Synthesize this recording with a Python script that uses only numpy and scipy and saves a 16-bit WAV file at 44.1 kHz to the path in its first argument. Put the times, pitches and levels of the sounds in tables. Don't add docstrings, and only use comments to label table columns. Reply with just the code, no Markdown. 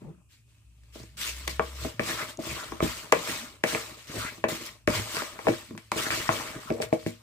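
import sys
import numpy as np
from scipy import signal
from scipy.fft import rfft, irfft, next_fast_len
from scipy.io import wavfile
from scipy.ndimage import uniform_filter1d

SR = 44100
rng = np.random.default_rng(int(sys.argv[2]) if len(sys.argv) > 2 else 0)


def to_linear_factor(level_db):
    exponent = np.asarray(level_db, float) / 20
    return 10 ** exponent


def log_audio(samples):
    frames = np.atleast_2d(samples).T
    limited = np.clip(frames, -1, 1)
    pcm = np.round(limited * 32767).astype(np.int16)
    wavfile.write(sys.argv[1], SR, pcm)


N = 318402

# f/Hz, density/dB per Hz
AIR_COLOUR = [(76, -22.5), (130, -26), (224, -17.5), (427, -31), (491, -42), (1370, -43), (1930, -63.5),
              (2510, -24.5), (3750, -47), (8230, -31.5), (16000, -49)]
AIR_DB = -71
# f/Hz, width/Hz, level/dB
COUNTER_MODES = [
    (66, 19, 0),
    (109.5, 18, 2),
]
# peak t/s, low boom level/dB, upper boom level/dB
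SWELLS = [(0.06, -51, -50), (1.02, -66, -46), (1.61, -62, -47), (1.83, -60, -38.5), (2.01, -51, -39.5),
          (2.14, -52, -43), (2.505, -38, -40), (2.72, -45, -49), (2.845, -30.5, -37), (3.33, -56.5, -47.5),
          (3.67, -63, -48), (3.752, -49, -54), (4.185, -39.5, -38.5), (4.46, -56, -41), (4.901, -44, -43),
          (4.99, -57, -30.5), (5.5, -54, -35), (5.73, -61, -47), (5.95, -53, -46), (6.12, -53, -41),
          (6.32, -52, -39), (6.72, -47, -40), (6.85, -51, -43), (7.08, -60, -39.5)]
REST_DB = [-63.5, -60.5]
SWELL_RISE, SWELL_FALL_S = 0.57, .1
BOOM_STEADINESS = 0.49
# start t/s, time to full speed/s, time to lose 20 dB/s,
# hiss level/dB, rasp level/dB
STROKES = [(0.0, 0.0033, 0.23, -72.5, -64), (0.289, 0.033, .12, -63.5, -82), (0.45, 0.046, 0.4, -73, -82.5),
           (0.7, 0.18, 5, -72, -77), (0.926, 0.026, .19, -52, -64), (1.17, 0.045, 0.2, -36, -52),
           (1.21, .06, .07, -39, -52), (1.6, 0.025, .5, -50.5, -54.5), (1.75, 0.1, 0.1, -42, -48),
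           (2.0, 0.085, .2, -35.5, -38.5), (2.14, .08, .08, -42, -41), (2.24, .06, .06, -46, -50),
           (2.391, 0.076, 0.4, -41.5, -41), (2.813, 0.02, 0.23, -37, -39.5),
           (3.17, 0.13, 0.2159, -36.5, -41), (3.635, 0.046, 0.2862, -36.5, -38),
           (4.071, .12, 0.215, -40, -42), (4.483, 0.0048, 0.1648, -37, -41), (4.595, 0.02, 0.14, -46, -48),
           (4.62, .05, .04, -44, -50), (4.5, .06, .03, -44, -50), (4.899, 0.051, .15, -35, -42),
           (5.04, .11, .22, -37.5, -40.5), (5.33, 0.14, 0.08, -49, -46.5), (5.471, 0.013, 0.24, -43, -48),
           (5.956, 0.02, 0.28, -36, -37), (5.97, .065, .025, -37, -37), (6.05, .025, .04, -41, -38),
           (6.1, 0.012, 0.33, -36, -38), (6.12, .035, .05, -40, -40), (3.26, .03, .08, -42, -42),
           (3.68, .035, .04, -42, -46), (6.289, 0.037, 0.31, -38.5, -35.5), (6.812, .008, 0.05, -37, -48.5)]
# start t/s, time to lose 20 dB/s, hiss level/dB, rasp level/dB
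SLIDES = [(1.475, 0.0053, -26.5, -57), (1.49, 0.1, -40.5, -54), (3.125, 0.26, -41, -36.5),
          (3.97, 0.5, -54.5, -69), (4.68, .12, -52, -62), (4.441, 0.23, -62, -58),
          (4.879, 0.37, -41.5, -38.5), (5.772, .3, -60, -69), (5.918, 0.25, -44.5, -62),
          (1.36, 0.4, -48.5, -55.5), (2.96, 0.22, -46, -52), (6.6, 0.6, -52, -51),
          (6.927, 0.08, -47.5, -55.5), (6.99, .3, -55, -69), (7.063, .09, -45, -67)]
HISS_START_DB, RASP_START_DB = -13, -12
RASP_LINGER = 1.115
STROKE_BEND, SLIDE_BEND, SLIDE_RISE_S = 1.383, 1.08, .004
JUDDER_DB, JUDDER_LAW, JUDDER_LAG_S = -49, 0.89, 0.0051
# f/Hz, density/dB per Hz
SLIP_COLOUR = [(410, 5.5), (700, -8.5), (852, -4), (1170, -2.5), (1640, -3), (2000, -4), (2160, -3),
               (2490, -5), (6400, -12.5), (7990, -11), (10100, -19.5), (14400, -18.5), (16000, -25.5)]
# f/Hz, level/dB, t60/s
BOWL_MODES = [(183, -1.5, 0.18), (234.4, -3, 0.21), (264, -0.5, .16), (331, 2.5, 0.19), (387, -34, 0.32),
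              (456, -2.5, 0.24), (484, -1.5, 0.25), (545, -4, 0.25), (595, -0.5, 0.088), (632, 2.5, 0.24),
              (745, -8.5, 0.097), (900, -1, 0.038), (999, 3.5, 0.063), (1091, 6.5, 0.063),
              (1150, -4.5, 0.21), (1254, 9.5, 0.02), (1338, 9.5, 0.014), (1760, 9, 0.035),
              (1933, 10, 0.025), (2020, -8, 0.073), (2300, 10, 0.035), (2546, -9, 0.1), (2960, -7, 0.01),
              (3220, -41, 0.039)]
# middle t/s, length/s, from f/Hz, to f/Hz, level/dB
SQUELCHES = [(.06, 0.14, 162, 166, -41.5), (1.867, 0.054, 313, 270, -35.5), (2.105, 0.058, 1580, 1980, -36),
             (2.204, 0.089, 1150, 1480, -36), (2.211, 0.076, 1900, 2100, -38),
             (2.509, 0.055, 2160, 2380, -41), (2.603, 0.15, 1230, 1440, -43.5),
             (2.857, 0.094, 331, 331, -39), (3.178, 0.083, 331, 331, -51), (4.166, 0.083, 418, 580, -42.5),
             (4.245, 0.13, 1160, 1490, -40), (4.28, 0.072, 1910, 2200, -40.5),
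             (4.97, 0.091, 2050, 2180, -37), (5.186, 0.096, 1100, 1540, -35.5), (5.507, 0.1, 331, 331, -30),
             (6.066, 0.033, 1480, 1700, -32), (6.13, 0.073, 1430, 1970, -36), (6.756, 0.09, 334, 564, -41),
             (5.74, 0.13, 207, 203, -45), (0.068, 0.12, 515, 465, -57), (.11, .12, 330, 330, -57),
             (.07, .12, 820, 800, -64), (.16, .2, 190, 170, -58), (1.3, .4, 160, 170, -60),
             (4.17, 0.091, 255, 260, -42.5), (6.716, 0.0448, 342, 331, -31), (3.441, .14, 235, 220, -51),
             (2.393, 0.033, 293, 295, -38)]
# t/s, ring at 400-800 Hz
# level/dB, then relative to it thump level/dB, clack level/dB, tick level/dB
KNOCKS = [(1.593, -16.5, -10, 4.5, -3), (1.845, -26, 0, -6, -15), (1.993, -21, -2, -1.5, 6.5),
          (2.387, -28, -0.5, -35, -33), (2.802, -24, -6, 7, 0.5), (2.823, -22.5, 6.5, -22, -7),
          (3.122, -12, -14, 5.5, 9.5), (3.636, -16, -6, -2, 6.5), (3.746, -22, -8, 0, 7.5),
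          (4.438, -14, -9, -2.5, 3), (4.484, -30, -2.5, 1.5, -11), (4.874, -17.5, 1.5, 2, 6),
          (5.166, -29, -6, -6, 10), (5.467, -12.5, -21, -5, -6), (5.482, -17, -2, -13, 3),
          (5.916, -27, -2.5, 12.5, 6), (5.957, -30.5, 0, -4, -12), (6.063, -29, -1.5, -24, 2),
          (6.289, -17, -6, 8, 2.5), (6.701, -19, 0, -8.5, -5), (6.799, -21.5, -15, -12, -14),
          (6.925, -11, -6, -17, -12), (7.061, -27, 7, -14.5, 0.5),
          (0.015, -50, 11, -2, -23), (0.833, -73, 4, 2, 14), (0.953, -41.5, 0.5, -1.5, -13),
        (0.997, -46.5, 7, -2, -5), (1.467, -47, -4, -9, -5), (1.476, -37, 1.5, 13, 20),
        (2.719, -34.5, 3, 8.5, 2), (3.273, -37, -16, -7, 8), (3.284, -32.5, -0.5, -17, 2),
        (4.517, -32, 2.5, -15, -10), (5.218, -33, -3, 10, 7), (5.388, -36.5, -20, 5, 7.5),
        (5.706, -48, 13.5, 4, 2), (5.749, -53.5, 13, 12, 2), (5.775, -47, -8, 8, 15),
        (6.103, -34, -2, -17, 18.5), (6.543, -42, -15.5, -4, -5), (6.822, -34, -14, -18, 12.5),
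        (6.831, -28, -8, -14, -13)]
# t/s, ring level/dB, thump level/dB, clack
# level/dB, tick level/dB
BUMPS = [(1.033, -50, 8, -3, 3), (1.812, -43, -3, -10, -20), (2.026, -34, 0, -10, -20),
         (2.095, -32, 0, -8, -15), (2.466, -36, 3, -10, -20), (2.563, -40, -8, 5, -8),
         (2.631, -42, -8, 4, -8), (3.728, -33, 3, -10, -20), (4.137, -40, 0, 3, -10),
         (4.164, -36, 5, -10, -20), (4.376, -47, 3, -10, -20), (4.611, -44, -8, 5, -3),
         (4.995, -37, -4, -8, -20), (5.355, -44, -5, -8, -20), (5.996, -36, -10, 6, 3),
         (6.171, -31, -8, -6, -12), (6.333, -33, -8, 6, -5), (6.782, -32, -8, -12, -20),
         (7.026, -49, -8, 0, 4), (.045, -56, 8, -3, -20), (.09, -58, 8, -3, -20)]
KNOCK_BANDS_HZ = [400, 800, 1500, 3500]
CRACK_DB, CRACK_PER_RING = -30, -0.52
DETUNE, CHATTER_BRIGHT_DB = .01, -6
# t/s, f/Hz, level/dB
MOTOR = [
    (0.62, 55, -61),
    (0.678, 58.9, -56),
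    (1.282, 63.7, -50.5),
    (1.3, 62, -44.5),
    (1.494, 66, -41.5),
    (1.694, 67.8, -43),
    (1.852, 66.4, -36),
    (1.95, 66.3, -60),
]
# t/s, peak level/dB, f/Hz
TICKS = [(0.9986, -38, 5280), (1.0331, -38, 6340), (1.0634, -51, 6180), (1.4192, -36, 7940),
         (2.0358, -27, 5080), (2.2964, -31, 7710), (2.373, -28, 6610), (2.4024, -37, 6460),
         (2.4239, -29, 5700), (2.4384, -32, 8170), (2.4987, -27, 5990), (2.6444, -32, 5820),
         (2.6824, -36, 14200), (2.7177, -36, 7780), (2.7644, -46, 5300), (2.9607, -29, 8190),
         (2.9856, -35, 6910), (2.9994, -36, 6330), (3.0295, -34, 5980), (3.0364, -33, 6290),
         (3.0844, -43, 7890), (3.9394, -41, 7410), (3.9894, -43, 7880), (4.0213, -38, 7780),
         (4.0464, -42, 7740), (4.0786, -35, 5230), (4.4922, -25, 8260), (4.5164, -27, 7410),
         (4.6543, -29, 6300), (4.6614, -29, 5410), (4.6654, -25, 10600), (4.6714, -31, 5200),
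         (4.9028, -24, 5190), (5.7658, -39, 13900), (5.7793, -37, 8450), (5.9674, -24, 8230),
         (6.7246, -32, 5100), (6.7644, -41, 9730), (6.7804, -38, 7940), (6.8884, -38, 8510),
         (7.0254, -45, 6340), (7.0394, -36, 8410), (7.1057, -35, 9600), (7.1501, -45, 5410)]
TICK_CYCLES, TICK_DB, TICK_LEFT_DB, TICK_BLUR = 4.5, -1.5, 1.5, .3
# t/s, peak level/dB
CRACKS = [(1.001, -50), (1.476, -27), (1.995, -44), (2.371, -45), (2.422, -50), (2.8, -38), (3.12, -11),
          (3.636, -21.5), (4.872, -21.5), (5.775, -34.5), (5.915, -22), (6.817, -18)]
# f/Hz, t60/s
KITCHEN_DECAY = [(150, 0.1), (500, 0.13), (2000, 0.19), (6000, 0.067), (14000, 0.036)]
# f/Hz, likeness/0-1
PORT_LIKENESS = [(60, 0.96), (240, 0.89), (500, 0.7), (1000, 0.51), (2000, 0.68), (4000, 0.039)]
# f/Hz, level/dB
PORT_BALANCE = [(60, 1.5), (150, -0.5), (380, 2.5), (950, 4.5), (2380, 2.5), (5980, 0), (15000, 1)]
LEFT_LEAD = 4


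def evened(x):
    return x / np.sqrt(np.mean(x ** 2) + 1e-20)


def read(points, hz):
    f, value = np.transpose(points)
    return np.interp(np.log(hz + 1), np.log(f + 1), value)


def curves(rows):
    s, *columns = np.transpose(rows)
    return [np.interp(np.arange(N) / SR, s, column) for column in columns]


def add(mix, s, sound):
    part = mix[:, round(s * SR):][:, :sound.shape[1]]
    part += sound[:, :part.shape[1]]


def shaped(x, gain):
    size = next_fast_len(N)
    return irfft(rfft(x, size) * gain(np.fft.rfftfreq(size, 1 / SR)), size)[..., :N]


def ringing(hz, modes):
    return np.sqrt(sum(to_linear_factor(2 * db) / (1 + (2 * (hz - f) / w) ** 2) for f, w, db in modes))


def milliseconds():
    return np.arange(N * 1000 // SR + 1) / 1000


def summed(levels_db):
    total = 10 * np.log10((to_linear_factor(levels_db) ** 2).sum(axis=0) + 1e-12)
    return np.interp(np.arange(N) / SR, np.arange(len(total)) / 1000, total)


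def air():
    hiss = shaped(rng.standard_normal((2, N)), lambda hz: to_linear_factor(read(AIR_COLOUR, hz)))
    return to_linear_factor(AIR_DB) * evened(hiss)


def counter():
    s, *tops = np.transpose(SWELLS)[..., None]
    t = milliseconds() - s
    slope = -20 * np.maximum(t, -t / SWELL_RISE) / SWELL_FALL_S
    out = 0
    for mode, top, rest in zip(COUNTER_MODES, tops, REST_DB):
        level_db = summed(np.vstack([top + slope, rest + 0 * t[:1]]))
        boom = shaped(rng.standard_normal((2, N)), lambda hz: ringing(hz, [mode]) ** 2)
        boom = boom / uniform_filter1d(boom[0] ** 2, 800) ** (BOOM_STEADINESS / 2)
        out = out + to_linear_factor(level_db) * evened(boom)
    return out


def sweep(start, rise, fall, top_db, start_db, bend):
    t = milliseconds() - start
    fade = -20 * (np.maximum(t - rise, 0) / fall) ** bend
    return top_db + np.where(t < 0, -99, start_db * np.maximum(1 - t / rise, 0) + fade)


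def motion():
    slides = [(s, SLIDE_RISE_S, *rest) for s, *rest in SLIDES]
    start, rise, fall, hiss_db, rasp_db = np.transpose(STROKES + slides)[..., None]
    bend = np.repeat([STROKE_BEND, SLIDE_BEND], [len(STROKES), len(SLIDES)])[:, None]
    hiss = sweep(start, rise, fall, hiss_db, HISS_START_DB, bend)
    rasp = sweep(start, rise, RASP_LINGER * fall, rasp_db, RASP_START_DB, bend)
    return summed(hiss), summed(rasp)


def slips(per_s, spread_db, clump_db):
    clumps = evened(uniform_filter1d(uniform_filter1d(rng.standard_normal(N), 130), 130))
    size = to_linear_factor(spread_db * np.minimum(rng.exponential(1, N), 5) + clump_db * clumps)
    return size * (rng.random(N) < per_s / SR) * rng.standard_normal((2, N))


def pops(clicks):
    t, turn = np.arange(64) / SR, np.arange(N) % 4
    pitches = np.geomspace(3600, 11500, num=4)[:, None]
    pips = np.sin(2 * np.pi * pitches * t) * np.hanning(len(t)) ** 2
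    return sum(signal.oaconvolve(clicks * (turn == k), pip[None], axes=1)[:, :N] for k, pip in enumerate(pips))


def patchy(x, depth_db):
    z = signal.stft(x, nperseg=512, noverlap=256)[2]
    blots = rng.standard_normal(z.shape[:0:-1]).T
    blots = uniform_filter1d(uniform_filter1d(blots, 7, 0), 4, 1)
    return signal.istft(z * to_linear_factor(depth_db * evened(blots)), nperseg=512, noverlap=256)[1][:, :N]


def drag():
    hiss_db, rasp_db = motion()
    t = np.arange(N) / SR
    wall_db = JUDDER_DB + JUDDER_LAW * (np.interp(t - JUDDER_LAG_S, t, rasp_db) + 44.5)
    modes = [(f, 4.6 / t60, db) for f, db, t60 in BOWL_MODES]

    def low(hz):
        return 1 / (1 + (hz / 2600) ** 4)

    def damped(hz):
        return 1 / (1 + (hz / 730) ** 8.0) / (1 + (190 / (hz + 1)) ** 3)

    fine = evened(slips(16000, 0.92, 0.5)) + 0.15 * evened(pops(slips(260, 1.8, 0.79)))
    hiss = shaped(fine, lambda hz: to_linear_factor(read(SLIP_COLOUR, hz)) * np.sqrt(1 - low(hz)))
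    rasp = shaped(slips(5500, 1.5, 1.3),
                  lambda hz: to_linear_factor(read(SLIP_COLOUR, hz)) * low(hz) * (1 + ringing(hz, modes)))
    wall = shaped(slips(2200, 2.4, 2.6), lambda hz: ringing(hz, modes) ** 3.3 * damped(hz))
    layers = [(hiss_db + 4.0, patchy(hiss, 2.08)), (rasp_db + 0.5, patchy(rasp, 5.0)), (wall_db + 0.5, wall)]
    return sum(to_linear_factor(db) * evened(x) for db, x in layers)


def resonate(x, hz, width):
    turn = np.exp(2j * np.pi * np.cumsum(hz) / SR)
    r = np.exp(-np.pi * width / SR)
    return 2 * (turn * signal.lfilter([1 - r], [1, -r], x / turn)).real


def squelch():
    mix = np.zeros((2, N))
    noises = rng.standard_normal((len(SQUELCHES), 2, 9000))
    for (s, length, from_hz, to_hz, db), noise in zip(SQUELCHES, noises):
        noise = noise[:, :min(int(length * SR), 9000)]
        hz = np.linspace(from_hz, to_hz, noise.shape[1])
        sung = resonate(resonate(noise, hz, 0.34 * to_hz), hz, 0.33 * to_hz)
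        swell = signal.windows.tukey(len(hz), .7)
        add(mix, max(s - length / 2, 0), to_linear_factor(db) * evened(sung) * swell)
    return mix


def crack(db, luck):
    t = np.arange(600) / SR
    x = signal.lfilter(*signal.butter(2, [2300, 8500], "band", fs=SR), luck[-1200:].reshape(2, -1))
    x = x * to_linear_factor(-60 * t / 0.017) * (1 - np.exp(-t / 0.00058))
    return np.pad(to_linear_factor(db) * x / abs(x).max(), [(0, 0), (80, 0)])


def knock(ring_db, thump_db, clack_db, tick_db, crack_db, luck):
    t = np.arange(int(.17 * SR)) / SR
    hz, db, t60 = np.transpose(BOWL_MODES)[..., None]
    count = len(BOWL_MODES)
    share, turn = luck[:2 * count].reshape(2, -1, 1)
    apart = 1.09 * np.arccos(np.clip(read(PORT_LIKENESS, hz), 0, 1)) * np.sign(turn)
    late = np.maximum(t - .0019 - 0.019 / np.sqrt(hz), 0)
    loss = 0.82 * to_linear_factor(-60 * late / (0.17 * t60)) + 0.18 * to_linear_factor(-60 * late / t60)
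    rise = 1 - np.exp(-(late * hz * 2.8) ** 2)
    detuned_hz = hz * (1 + DETUNE * luck[50:50 + count, None])
    phase = 2 * np.pi * detuned_hz * late + 0.62 * turn
    modes = to_linear_factor(db + 1.36 * share) * loss * rise * np.sin([phase, phase + apart])
    band = np.searchsorted(KNOCK_BANDS_HZ, hz[:, 0])
    out = 0
    for k, band_db in enumerate([thump_db, 0, clack_db, tick_db]):
        group = modes[:, band == k].sum(axis=1)
        out = out + to_linear_factor(band_db) * group / abs(group).max()
    add(out, 0, crack(crack_db, luck))
    return -to_linear_factor(ring_db + 3.5) * out


def spoon(blows):
    mix, blows = np.zeros((2, N)), sorted(blows)
    dull = signal.butter(2, 1000, fs=SR)
    slap_at = np.arange(220, 4400, 110)
    slap_fade = to_linear_factor(-11 - 60 * slap_at / SR / .14)
    for (s, *levels), luck in zip(blows, rng.standard_normal((len(blows), 1400))):
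        crack_db = levels[-1] * .5 + CRACK_DB + CRACK_PER_RING * levels[0]
        blow = knock(*levels, crack_db, luck)
        slaps = np.zeros(4400)
        slaps[slap_at] = np.clip(luck[80:118], -1.6, 1.6) ** 3 * slap_fade
        dulled = signal.lfilter(*dull, blow) + to_linear_factor(CHATTER_BRIGHT_DB) * blow
        add(mix, s, blow)
        add(mix, s, to_linear_factor(-11.5) * signal.fftconvolve(dulled, slaps[None], axes=1))
    return signal.lfilter(*signal.butter(2, 85, "high", fs=SR), mix)


def motor():
    hz, level_db = curves(MOTOR)
    start, end = MOTOR[0][0], MOTOR[-1][0]
    on = np.interp(np.arange(N) / SR, [start, start + 0.058, end - .04, end], [0, 1, 1, 0])
    wobble = uniform_filter1d(rng.standard_normal((2, N)), size=900)
    wobble = evened(uniform_filter1d(wobble, size=900))
    turn = 2 * np.pi * np.cumsum(hz) / SR + 0.15 * wobble[0]
    note = np.sin(turn) + to_linear_factor(-22) * np.sin(2 * turn) + to_linear_factor(-24) * np.sin(3 * turn)
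    return np.sqrt(2) * to_linear_factor(level_db + 1.2 * wobble[1]) * on * note


def ticks():
    mix, t = np.zeros((2, N)), np.arange(200) / SR
    sides = np.array([[.5], [-.5]])
    for (s, db, hz), luck in zip(TICKS, rng.standard_normal((len(TICKS), 2, 200))):
        age = t * hz / TICK_CYCLES * 4
        ragged = 1 + TICK_BLUR * evened(uniform_filter1d(luck, size=3))
        pip = np.sin(2 * np.pi * hz * t) * age * np.exp(1 - age) * ragged
        pip = np.array([np.roll(pip[0], LEFT_LEAD), pip[1]])
        add(mix, s, to_linear_factor(db + TICK_DB + TICK_LEFT_DB * sides) * pip / abs(pip).max())
    return mix


def cracks():
    mix = np.zeros((2, N))
    for (s, db), luck in zip(CRACKS, rng.standard_normal((len(CRACKS), 1200))):
        add(mix, s, crack(db, luck))
    return mix


def paired(x):
    def same(hz):
        return np.clip(read(PORT_LIKENESS, hz), 0, 1)

    right = shaped(x[0], same) + shaped(x[1], lambda hz: np.sqrt(1 - same(hz) ** 2))
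    return np.array([x[0], right])


def kitchen(x):
    taps = np.zeros((2, SR // 2))
    at = np.arange(200, SR // 2 - 20, 20) + rng.integers(0, 20, (2, (SR // 2 - 201) // 20))
    np.put_along_axis(taps, at, rng.choice([-1., 1.], at.shape), 1)
    hz, t, z = signal.stft(taps, SR, nperseg=256)
    decay = to_linear_factor(-60 * t / read(KITCHEN_DECAY, hz)[:, None])
    tail = signal.istft(z * decay, SR, nperseg=256)[1]
    return signal.fftconvolve(x, tail / np.linalg.norm(tail[0]), axes=1)[:, :N]


def scene():
    hits = spoon(KNOCKS)
    spread = paired(drag() + squelch() + counter() + air())
    hits = hits + cracks()
    room = kitchen(to_linear_factor(-12.5) * hits + to_linear_factor(-14.5) * spread)
    return hits + spread + room + motor() + ticks() + spoon(BUMPS)


def roll_off(x):
    return signal.sosfilt(signal.butter(12, 16490, fs=SR, output="sos"), x)


def record(dry):
    def band(hz):
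        return 1 / np.sqrt((1 + (hz / 15400) ** 130) * (1 + (44 / (hz + 1)) ** 7))

    def lead(hz):
        return np.exp(2j * np.pi * hz * LEFT_LEAD / SR)

    left = shaped(dry[0], lambda hz: to_linear_factor(read(PORT_BALANCE, hz) / 2) * lead(hz))
    right = shaped(dry[1], lambda hz: to_linear_factor(-read(PORT_BALANCE, hz) / 2))
    return roll_off(shaped(np.clip([left, right], -1, 1), band))


dry = scene()
out = record(dry)
log_audio(out)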